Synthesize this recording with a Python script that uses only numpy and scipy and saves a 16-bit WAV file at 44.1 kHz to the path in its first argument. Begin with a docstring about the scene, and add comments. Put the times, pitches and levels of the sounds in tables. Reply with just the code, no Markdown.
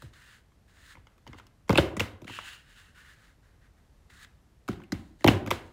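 """At a craft table in a small room, a hand slides card along the board of a plastic punch and presses twice.
Each impact excites the damped modes of the plastic and launches a bending wave in the table top;
the wave is dispersive, so its treble arrives first. Sliding friction makes the card hiss and rasp.
The room reverberates over a low rumble, and soft saturation rounds off the loudest peaks."""
import sys
import numpy as np
from scipy import signal
from scipy.fft import rfft, irfft, next_fast_len
from scipy.io import wavfile
from scipy.ndimage import map_coordinates

SR = 44100
rng = np.random.default_rng(int(sys.argv[2]) if len(sys.argv) > 2 else 0)


def int16_out(signal):
    """Quantize to a 16-bit WAV file."""
    q = np.round(np.clip(np.atleast_2d(signal).T, -1, 1) * 32767)
    wavfile.write(sys.argv[1], SR, q.astype(np.int16))


N = 252368

# Contacts of lever, blade and palm: (time [s], rattle peak [dB], rattle centre [Hz], kind)
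PUNCH_CONTACTS = [(1.679, -46, 3250, "creak"), (1.684, -50, 1800, "creak"), (1.6936, -18, 2090, "push"),
                  (1.704, -12.5, 2680, "creak"), (1.728, -25, 2140, "push"), (1.747, -29.5, 2300, "creak"),
                  (1.755, -15.5, 2480, "creak"), (1.775, -9.5, 2698, "snap"), (1.781, -9, 2894, "bottom"),
                  (1.9667, -29.5, 1920, "lift"), (1.9957, -18, 2060, "free"),
                  (2.0044, -11.5, 2880, "return"), (2.078, -42, 1850, "lift"),
                  (4.679, -33.5, 1200, "creak"), (4.686, -21, 1480, "palm"), (4.7155, -42.5, 3750, "creak"),
                  (4.7296, -39.5, 3800, "creak"), (4.801, -44, 2180, "creak"), (4.8172, -45, 2100, "creak"),
                  (4.836, -46, 2100, "creak"), (4.9205, -21.5, 2050, "palm"), (5.207, -43.5, 1960, "creak"),
                  (5.22, -44.5, 1950, "creak"), (5.2431, -13, 2640, "push"), (5.2634, -19.5, 2940, "push"),
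                  (5.2756, -8.5, 2500, "snap"), (5.2803, -7, 2970, "bottom"), (5.462, -31.5, 3820, "creak"),
                  (5.4719, -29.5, 1920, "lift"), (5.5052, -19.5, 2180, "free"),
                  (5.5125, -9.5, 1000, "return")]
# Timbre by kind: (thump re rattle [dB], rattle T60 [s], treble [dB], cushion cut-off [Hz])
# The hand lands (palm), parts shift (creak), the lever gives (push), the blade shears (snap),
# the lever stops (bottom), the load eases (lift), the blade exits (free), the spring recoils (return).
CONTACT_TIMBRES = {"creak": (-7.5, 0.0157, -3, 1399.5), "push": (7, 0.01, -0.5, 1400),
                   "snap": (-18, 0.0182, 2, 1400), "lift": (4, .04, -2, 1400), "free": (-15, .05, 2, 1400),
                   "bottom": (2, 0.0359, -7, 1399.5), "return": (-10, 0.0033, -4.5, 1401),
                   "palm": (0.5, 0.02, -1, 500)}
# The wrist or heel of the hand leaning on the table: (time [s], rattle peak [dB])
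HAND_THUDS = [(.035, -72), (1.288, -72), (4.694, -56), (4.93, -62)]
def punch():
    """Impact excitation: hard parts collide with a rattle; the soft hand gives mostly a low thud."""
    blows = [(time, db, hz, *CONTACT_TIMBRES[kind]) for time, db, hz, kind in PUNCH_CONTACTS]
    centre_hz, thump_db, t60, treble_db, cushion_hz = 900, 30, .02, -10, 110
    leans = [(time, db, centre_hz, thump_db, t60, treble_db, cushion_hz) for time, db in HAND_THUDS]
    return impacts(blows + leans, focus=1.2, snap=1.54, room_db=-11.0)


# Modes of the punch body: (frequency [Hz], bandwidth [Hz], gain [dB])
PLASTIC_MODES = [(1000, 580, -0.5), (1543, 360, -1), (2087, 220, 0.5), (2680, 350, -3.5), (3030, 437, -4),
                 (3740, 750, -5.5), (4770, 2000, -11.5), (7130, 2600, -14.5), (11160, 3200, -21.5),
                 (14000, 7500, -26)]
def plastic_rattle(t, centre_hz, t60, treble_db, focus, snap):
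    """Modal response to an impulse and bouncing parts: the direct rattle and the click sent to the room."""
    body = modes(PLASTIC_MODES, spread_db=5.0)
    near = lambda f: 1 + focus * modes([(centre_hz, centre_hz / 5, 0)])(f)  # the part by the contact
    tilt = lambda f: ((1 + amp(treble_db) * 1j * f / 3500) / (1 + 1j * f / 3500)) ** 2
    chatter = rng.standard_normal(len(t)) * amp(-60 * t / t60) * (1 - np.exp(-t / 0.0013))
    force = chatter + snap * signal.unit_impulse(len(t), 40)
    rattle = filtered(force, lambda f: body(f) * near(f) * tilt(f))
    rattle /= abs(rattle).max()
    diffuse = lambda f: np.sqrt(sum(abs(modes([m])(f)) ** 2 for m in PLASTIC_MODES))  # powers add
    delayed_blow = signal.unit_impulse(len(t), 300)  # the room's answer sets in about 7 ms after the contact
    click = filtered(delayed_blow, lambda f: diffuse(f) * abs(near(f)) ** .5 * tilt(f))
    return rattle, click * np.linalg.norm(rattle) / np.linalg.norm(click)


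# Modes of the table top: (frequency [Hz], bandwidth [Hz], gain [dB])
TABLE_MODES = [(62.5, 15, -8), (80.6, 25, -4.5), (99.7, 20, 2), (149, 67, -3.5), (231.5, 120, -1.5),
               (327.5, 92, -0.5), (412, 120, -8.5), (531, 88, -6), (860, 350, -15)]
def table_thump(t, cushion_hz, travel_s=.0042):
    """Dispersion: bending waves speed up as the root of frequency; travel_s is the delay at 300 Hz."""
    top = modes(TABLE_MODES, spread_db=2.0)
    dispersion = lambda f: np.exp(-4j * np.pi * travel_s * np.sqrt(f * 300))
    cutting_mat = lambda f: 1 / (1 + 1j * f / cushion_hz) ** 2
    rocking = .06 * rng.standard_normal(len(t)) * amp(-60 * t / 0.038)  # the board settles
    force = signal.unit_impulse(len(t)) + rocking
    thump = filtered(force, lambda f: top(f) * dispersion(f) * cutting_mat(f))
    return thump / abs(thump).max()


def impacts(rows, focus, snap, room_db):
    """Superposition: each contact adds a rattle, a thump and their reverberation."""
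    out, t = np.zeros(N + SR), np.arange(SR // 7) / SR
    for time, db, centre_hz, thump_db, t60, treble_db, cushion_hz in rows:
        rattle, click = plastic_rattle(t, centre_hz, t60, treble_db, focus, snap)
        thump = amp(thump_db) * table_thump(t, cushion_hz)
        wet = signal.fftconvolve(click + thump, room_response())
        onset = round(time * SR)
        out[onset:][:len(t)] += amp(db) * (rattle + thump)
        out[onset:][:len(wet)] += amp(db + room_db) * wet
    return out[:N]


# Taps on the board: (time [s], tick peak [dB], thump re tick [dB], centre [Hz], treble [dB])
BOARD_TAPS = [(0.021, -37.5, -8, 935, 2), (0.135, -48, -30, 3770, 2), (0.519, -61, -20, 1260, 0),
              (0.695, -58, -28, 1520, 3), (0.768, -53, -14, 2000, -4), (0.953, -41, -12, 2160, -7),
              (0.969, -48.5, -4, 930, -12), (1.069, -43, -23, 1250, -6), (1.118, -58, -14, 1300, -6),
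              (1.179, -54.5, -16, 1190, 3), (1.266, -38.5, -8, 954, -8), (1.275, -40, -5, 947, -6),
              (1.33, -38.5, -6, 1016, -10), (1.343, -43.5, 0, 1260, -9), (1.385, -39.5, -19, 2073, -9),
              (1.397, -41.5, -15.5, 1303, -5), (1.467, -47, -14, 1990, -7), (2.218, -41.5, 3, 1030, 5),
              (2.244, -41.5, 2, 1420, 3), (2.278, -32, -12.5, 1990, -9), (2.296, -35, -3, 1010, -13),
              (2.3875, -25, -35, 1740, -12), (4.101, -48.5, -25.5, 1700, -3), (4.246, -39, -23, 2065, -1)]
def board_ticks(t60=.02, cushion_hz=615):
    """Light impacts of finger and card excite the same modes of plastic and table."""
    taps = [(time, db, hz, thump_db, t60, treble_db, cushion_hz)
            for time, db, thump_db, hz, treble_db in BOARD_TAPS]
    return impacts(taps, focus=1.9, snap=2.9, room_db=-9.5)


# Hiss bands of the card in the slot: (frequency [Hz], bandwidth [Hz], gain [dB])
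HISS_BANDS = [(3830, 960, 3), (5600, 830, -1.5), (6620, 1580, -2), (10240, 2100, -8.5),
              (14110, 3000, -12.5)]
# Slot resonances, a low set (rasp) and a high set (ring): (frequency [Hz], bandwidth [Hz], gain [dB])
SLOT_MODES = [
    [(870, 310, -5), (1644, 540, 12), (2050, 660, 1.5)],
    [(2840, 730, 4.5)],
]
# Strokes: (start [s], fastest [s], stop [s], peak level [dB], swell [dB], rasp [dB], ring [dB])
CARD_STROKES = [(0.0, 0.023, 0.16, -66.5, 2, 1, -1), (0.133, .33, .42, -63, 6, 4.5, 1.5),
                (0.682, 0.912, 0.96, -57.5, 19.5, 1.5, -2.5), (0.947, .956, 0.95, -60.5, 8, 2, -2),
                (1.275, 1.31, 1.37, -74, 3, 8, -5), (1.36, 1.391, 1.4, -61, 18, 1, 5),
                (2.273, 2.355, 2.53, -53, 6, 1, 11), (2.443, 2.488, 2.62, -52.5, 6, 2, 8),
                (2.62, 2.797, 2.954, -63, 9.5, 3, 4.5), (2.951, 2.984, 3.13, -65.5, 5.5, 8, 4.5),
                (3.048, 3.095, 3.18, -63.5, 9.5, 6.5, 3.5), (3.16, 3.255, 3.36, -69, 5, 5, -1),
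                (3.43, 3.471, 3.6, -79.5, 4.5, 8.5, -2.5), (3.616, 3.658, 3.71, -81, 4, 12.5, -3),
                (3.77, 3.786, 3.85, -83, 5.5, 9, -2), (4.099, 4.247, 4.255, -59.5, 8, 2.5, -6),
                (4.93, 4.991, 5.23, -69.5, 3, -6.5, -4.5), (5.193, 5.216, 5.5, -69, 4, -4, -4.5),
                (5.555, 5.62, 6.1, -72, 6, 0, -5)]
def sliding_card(fade_db=19.5, fade_curve=1.4, edge_s=.006):
    """Sliding friction: paper fibres catch in dense, uneven grains and drive the slot's resonances."""
    t, power = np.arange(N) / SR, np.zeros((3, N))
    for start, fastest, stop, db, swell_db, rasp_db, ring_db in CARD_STROKES:
        before_peak = np.clip((fastest - t) / (fastest - start), 0, 1)
        braking = np.clip((t - fastest) / (stop - fastest), 0, 1) ** fade_curve
        gate = np.clip(np.minimum(t - start, stop - t) / edge_s + 1, 0, 1)
        envelope = gate * amp(db - swell_db * before_peak - fade_db * braking)
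        power += (envelope * amp([[0], [rasp_db], [ring_db]])) ** 2
    grains = rng.standard_normal((3, N)) * amp(0.85 * wobble(350) + 1.3 * wobble(35))
    low, high = SLOT_MODES
    hiss, rasp, ring = (filtered(g, modes(m)) for g, m in zip(grains, [HISS_BANDS, low, high]))
    ring = filtered(ring, modes(high)) / amp(high[0][2])  # a second pass steepens the flanks
    rasp = filtered(rasp, lambda f: 1 / (1 + (900 / (f + 1)) ** 4))  # light card radiates no bass
    return (np.sqrt(power) * [hiss, rasp, ring]).sum(axis=0) / hiss.std()


# Reverberation time of the room: (frequency [Hz], T60 [s])
ROOM_T60 = [(60, 0.82), (150, .5), (500, 0.65), (2000, 0.39), (6000, .28), (15000, 0.27)]
def room_response():
    """Diffuse decay: a random response of unit energy, each frequency dying at its own rate."""
    hz, t, spectrum = signal.stft(rng.standard_normal(SR // 2), SR, nperseg=512)
    decay = amp(-60 * t / log_interp(ROOM_T60, hz)[:, None])
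    response = signal.istft(spectrum * decay, SR, nperseg=512)[1]
    return response / np.linalg.norm(response)


def moving_reverb(x):
    """Reflection paths change as a source moves, so each quarter second has its own response."""
    out, step = np.zeros(N + SR), SR // 4
    for start in range(0, N, step):
        wet = signal.fftconvolve(x[start:start + step], room_response())
        out[start:start + len(wet)] += wet
    return out[:N]


# Spectrum of the room's rumble and hiss: (frequency [Hz], relative density [dB])
AMBIENT_SPECTRUM = [(13, -34), (22, 1.5), (72, -3), (337, -21.5), (398, -22.5), (672, -25.5), (1580, -32),
                    (1810, -31.5), (2260, -35.5), (3060, -36.5), (7190, -41.5), (13900, -47.5),
                    (16000, -58.5)]
def ambient_noise(level_db=-59.5):
    """Amplitude modulation: the level of a rumble and faint hiss wanders slowly."""
    envelope = amp(level_db + 0.56 * wobble(1.7))
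    noise = filtered(rng.standard_normal(N), lambda f: amp(log_interp(AMBIENT_SPECTRUM, f)))
    return envelope * noise / np.sqrt(np.mean(noise ** 2))


def modes(table, spread_db=0):
    """Modal sum: damped resonators of alternating sign, their gains scattered by spread_db."""
    gains = amp(spread_db * rng.standard_normal(len(table)))
    return lambda f: sum((-1) ** k * gains[k] * amp(db) * 1j * f * bw / (hz * hz - f * f + 1j * f * bw)
                         for k, (hz, bw, db) in enumerate(table))


def filtered(x, response):
    """Convolution theorem: filtering multiplies the spectrum by a frequency response."""
    size = next_fast_len(len(x) + 8192)
    return irfft(rfft(x, size) * response(np.fft.rfftfreq(size, 1 / SR)), size)[:len(x)]


def wobble(rate):
    """Spline interpolation through random knots, rate per second."""
    return map_coordinates(rng.standard_normal(int(N * rate / SR) + 4), [np.arange(N) * rate / SR])


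def log_interp(points, hz):
    """Interpolation on a logarithmic frequency axis."""
    freqs, values = np.transpose(points)
    return np.interp(np.log(hz + 1), np.log(freqs + 1), values)


def amp(db):
    """Amplitude ratio of a level in decibels."""
    return 10 ** (np.asarray(db) / 20)


def scene():
    """Superposition: the pressures of punch, ticks, card and room add in one channel."""
    contacts = punch() + board_ticks()
    card = sliding_card()
    return (contacts + card + amp(-12) * moving_reverb(card) + ambient_noise())[None]


def record(dry, ceiling=.5, bass_hz=32, top_hz=16000):
    """Soft saturation rounds the peaks; a band-pass removes the deepest bass and highest treble."""
    rounded = dry[0] / (1 + abs(dry[0] / ceiling) ** 5) ** (1 / 5)
    band = lambda f: np.clip((top_hz - f) / 400, 0, 1) / (1 + (bass_hz / (f + 1)) ** 6)
    return filtered(rounded, band)[None]


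dry = scene()
out = record(dry)
int16_out(out)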